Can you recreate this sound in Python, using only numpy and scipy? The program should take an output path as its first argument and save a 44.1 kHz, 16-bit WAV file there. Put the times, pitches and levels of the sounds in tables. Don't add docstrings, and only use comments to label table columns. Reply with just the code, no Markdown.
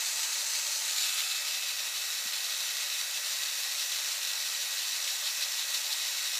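import sys
import numpy as np
from scipy import signal
from scipy.fft import rfft, irfft
from scipy.io import wavfile
from scipy.ndimage import uniform_filter1d

SR = 44100
rng = np.random.default_rng(int(sys.argv[2]) if len(sys.argv) > 2 else 0)


def volts_from_db(level):
    exponent = np.asarray(level, float) / 20
    return 10 ** exponent


def persist_wave(psi):
    counts = np.round(np.clip(psi, -1, 1) * 32767).astype(np.int16)
    wavfile.write(sys.argv[1], SR, np.atleast_2d(counts).T)


N = 281799

SHAFT_HZ = 6.156
# (start t/s, end t/s)
MOVES = [(.75, 1.05), (1.3, 1.8)]


def read(points, hz):
    f, value = np.transpose(points)
    return np.interp(np.log(hz + 1), np.log(f + 1), value)


def evened(x):
    return x / np.sqrt(np.mean(x ** 2))


def drift(rate_hz):
    b, a = signal.butter(2, rate_hz, fs=SR)
    settled = signal.lfilter(b, a, rng.standard_normal(N + SR))[SR:]
    return evened(settled)


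def lift(hz, centre_hz, width_hz, db):
    return db / (1 + (2 * (hz - centre_hz) / width_hz) ** 2)


def rumble(near_db=1.5, twice_a_turn=0.14):
    # (f/Hz, relative level/dB per Hz)
    rumble_colour = [(15, -81), (25, -51), (91, -31.5), (118, -36), (140, -25.5), (172, -26), (202, -20.5),
                     (274, -19.5), (376, -15), (573, -3), (682, -3), (800, -4.5), (1040, -33), (1760, -120)]
    # (f/Hz, width/Hz, lift/dB)
    low_rings = [(107, 8, 4), (149, 8.6, 6.5), (208, 19, 7.5), (582, 22, 7), (767, 27, 6.5)]
    level_db = -59.5
    hz, time = np.fft.rfftfreq(N, 1 / SR), np.arange(N) / SR
    colour_db = read(rumble_colour, hz) + sum(lift(hz, *ring) for ring in low_rings)
    spectrum = rfft(rng.standard_normal(N)) * volts_from_db(colour_db) * (hz < 850)
    noise = evened(irfft(spectrum, N))
    swell = 1 + twice_a_turn * np.cos(2 * np.pi * (2 * SHAFT_HZ * time - .25))
    nearness = np.interp(time, MOVES[0], [1, 0])
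    return volts_from_db(level_db + near_db * nearness) * noise * swell


def bumps(cycles=0.48):
    # (t/s, envelope peak level/dB before thinning, f/Hz)
    pushes = [(1.872, -52, 420), (2.255, -48, 215)]
    out, t = np.zeros(N), np.arange(3000) / SR
    for start_s, db, hz in pushes:
        age = t * hz / cycles
        push = volts_from_db(db) * age * np.exp(1 - age) * np.sin(2 * np.pi * hz * t)
        out[round(start_s * SR):][:len(t)] += push
    thinning = signal.butter(4, 145, "highpass", fs=SR, output="sos")
    return signal.sosfilt(thinning, out)


def speed_percent():
    bind_orders = [1, 2, 3, 4, 6, 8]
    binds_table = [(0.261, -0.2696), (.13, 0.351), (0.26, -.05), (0.16, .24), (.14, -0.035), (0.098, .2)]
    shaft_turns_per_slow_turn = 8
    sag_percent_per_s, no_sag_s = .05, 2.5
    time = np.arange(N) / SR
    turns = time * SHAFT_HZ / shaft_turns_per_slow_turn
    binds = np.zeros(N)
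    for order, (depth, phase) in zip(bind_orders, binds_table):
        binds += depth * np.cos(2 * np.pi * (order * turns + phase))
    return binds - sag_percent_per_s * (time - no_sag_s)


def whines(waver=.0013, flicker=.33):
    whine_hz = [443, 588, 890, 1269, 1920, 2088, 2223, 2530, 2630, 3897, 4453, 5155]
    # (near level/dB, sideways level/dB, far level/dB)
    whine_levels = [(-75.5, -79, -80.5), (-86, -74, -75.5), (-60, -71, -69.5), (-62, -61.5, -65),
                    (-55.5, -56.5, -53), (-65, -68, -69), (-60, -57, -59.5), (-55, -53, -55),
                    (-53, -46.5, -52), (-51, -55, -54), (-62, -66, -53), (-57, -68, -64)]
    linger = np.array([.1, 0.048, 0.19, .35])
    time, out = np.arange(N) / SR, np.zeros(N)
    speed = 1 + speed_percent() / 100
    for hz, (near_db, sideways_db, far_db) in zip(whine_hz, whine_levels):
        db = np.interp(time, np.ravel(MOVES) + linger, [near_db, sideways_db, sideways_db, far_db])
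        pitch_hz = hz * (speed + waver * drift(24.3))
        phase = 2 * np.pi * (np.cumsum(pitch_hz) / SR + rng.random())
        strength = (1 + flicker * drift(37)) * volts_from_db(1.1 * drift(5))
        out += np.sqrt(2) * volts_from_db(db) * strength * np.sin(phase)
    return out


def tooth_knocks(first=0.694, spread_db=5.5, slack=0.15, ring_s=0.0036):
    teeth = 16
    teeth_hz = SHAFT_HZ * teeth
    count = int(N / SR * teeth_hz) - 1
    size, late = rng.standard_normal((count, 2)).T
    at = (np.arange(count) + first + slack * late) * SR / teeth_hz
    train, t = np.zeros(N), np.arange(1500) / SR
    train[np.clip(at.astype(int), 0, N - 1)] = volts_from_db(spread_db * np.minimum(size, 1.4))
    knock = (1 - np.exp(-t / 0.00034)) * np.exp(-t / ring_s)
    return signal.oaconvolve(train, knock)[:N]


def rattle_impacts(hiss, knock, spiky_db, flutter_db):
    throb_orders = [1, 2, 3, 4.92, 13.21, 24.07, 72.2]
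    throbs = [(0.068, -0.4), (0.054, -0.079), (0.041, -0.25), (0.023, 0.0047), (0.042, -0.0018),
              (0.028, 0.22), (0.031, 0.21)]
    # (t/s, lift/dB before the grip in rattle())
    surges = [(0.24, 1.5), (0.343, 1), (0.555, 1.5), (0.715, 0), (1.024, 1), (1.19, 3.2), (1.317, 1),
              (1.476, 1), (3.319, 1), (3.813, 1.5), (5.09, 2.8), (5.267, 1.8), (5.426, 2.6), (5.748, 3.5),
              (5.926, 2.1)]
    surge_s = .036
    strain_db_per_percent = 0.3
    time = np.arange(N) / SR
    turns = 2 * np.pi * SHAFT_HZ * time
    throb = np.ones(N)
    for order, (depth, phase) in zip(throb_orders, throbs):
        throb += depth * np.cos(order * turns + 2 * np.pi * phase)
    surge_db = sum(db * np.exp(-(2 * (time - s) / surge_s) ** 2) for s, db in surges)
    strain_db = -strain_db_per_percent * speed_percent()
    chance_db = spiky_db * drift(300) + flutter_db * drift(44)
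    return hiss * (throb + knock * tooth_knocks()) * volts_from_db(surge_db + strain_db + chance_db)


def rattle(knock=0.31, spiky_db=0.68, flutter_db=0.16, patchy_db=0.98):
    # (f/Hz, relative level/dB per Hz)
    near = [(410, -49), (700, -25), (906, -14), (1090, -14.5), (1250, -13), (1560, -9.5), (2610, -7.5),
            (3420, -7.5), (4150, 0), (5240, -5), (6040, -1.5), (8020, -4.5), (9130, -11.5), (15300, -16)]
    sideways = [(410, -50), (700, -18), (1090, -15.5), (1280, -6.5), (1390, -8.5), (2320, -5), (2540, -4),
                (3050, -5), (3700, 1.5), (6120, -4), (7240, -1), (8020, -7), (13300, -12), (15300, -15)]
    far = [(410, -47), (700, -26), (747, -27.5), (838, -18), (1820, -10), (1940, -8.5), (2320, -10),
           (2570, -7.5), (3200, -8.5), (3890, -2), (4840, -6.5), (5800, -4), (10800, -15), (12900, -14.5),
           (15200, -17)]
    # (f/Hz, width/Hz, near lift/dB, lift from sideways on/dB),
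    # both lifts before the factor 0.75 below
    housing = [(895, 40, 3, 2), (1490, 60, 1, 3), (2500, 60, 2, 3), (3010, 120, 2, 3), (3560, 90, .5, 2),
               (3760, 80, .5, 2), (3900, 70, 1, 3), (4005, 70, 1, 3.5), (4450, 130, 1.5, 2.5),
               (5300, 70, 1, 3), (5850, 250, 1, 3), (6150, 220, 2, -3.5), (7330, 300, 1, 4),
               (8170, 120, 3, .1), (12550, 500, 1.4, 2.5), (13280, 250, .2, 2.5), (14150, 180, .2, 1.5),
               (14685, 90, 2, 2.5)]
    # (f/Hz, share)
    grip = [(500, 0.72), (1500, 0.43), (2600, 1.03), (4000, 1.78), (6000, 0.75), (9000, 0.6), (14000, 0.56)]
    # (t/s, approximate level/dB)
    loudness = [(0.0, -34), (0.5, -34), (0.75, -34.5), (1.12, -34), (1.4, -36.5), (1.75, -37), (2.6, -36.5),
                (3.8, -36), (5.0, -36.4), (6.39, -36)]
    hiss = rng.standard_normal(N)
    impacts = evened(rattle_impacts(hiss, knock, spiky_db, flutter_db))
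    hz, t, (even, uneven) = signal.stft([hiss, impacts], SR, nperseg=2048, noverlap=1792)
    z = even + read(grip, hz)[:, None] * (uneven - even)

    first, second = (np.interp(t, move, [0, 1]) for move in MOVES)
    colour_db = np.outer(read(near, hz), 1 - first)
    colour_db += np.outer(read(sideways, hz), first - second)
    colour_db += np.outer(read(far, hz), second)
    for ring_hz, width_hz, near_db, far_db in housing:
        ring_db = near_db + (far_db - near_db) * first
        colour_db += np.outer(lift(hz, ring_hz, width_hz, 0.75), ring_db)
    treble = volts_from_db(2 * colour_db[(hz > 5000) & (hz < 15000)]).sum(0) / len(hz)

    patches = uniform_filter1d(rng.standard_normal(z.shape), size=16, axis=0)
    patches = uniform_filter1d(patches, size=12, axis=1)
    colour_db += patchy_db * evened(patches)
    colour_db -= 60 * np.clip(np.log2(760 / (hz + 1)), 0, 2)[:, None]
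    level = volts_from_db(np.interp(t, *np.transpose(loudness))) / np.sqrt(treble)
    return signal.istft(z * volts_from_db(colour_db) * level, SR, nperseg=2048, noverlap=1792)[1][:N]


def scene():
    mix = rumble() + bumps() + whines() + rattle()
    return np.tile(mix, (2, 1))


def roll_off(x):
    return signal.sosfilt(signal.butter(12, 15380, fs=SR, output="sos"), x)


def record(dry):
    edge = signal.firwin(1023, 15290, window=("kaiser", 10), fs=SR)
    mix = signal.oaconvolve(dry, edge[None], "same")
    return roll_off(mix)


dry = scene()
out = record(dry)
persist_wave(out)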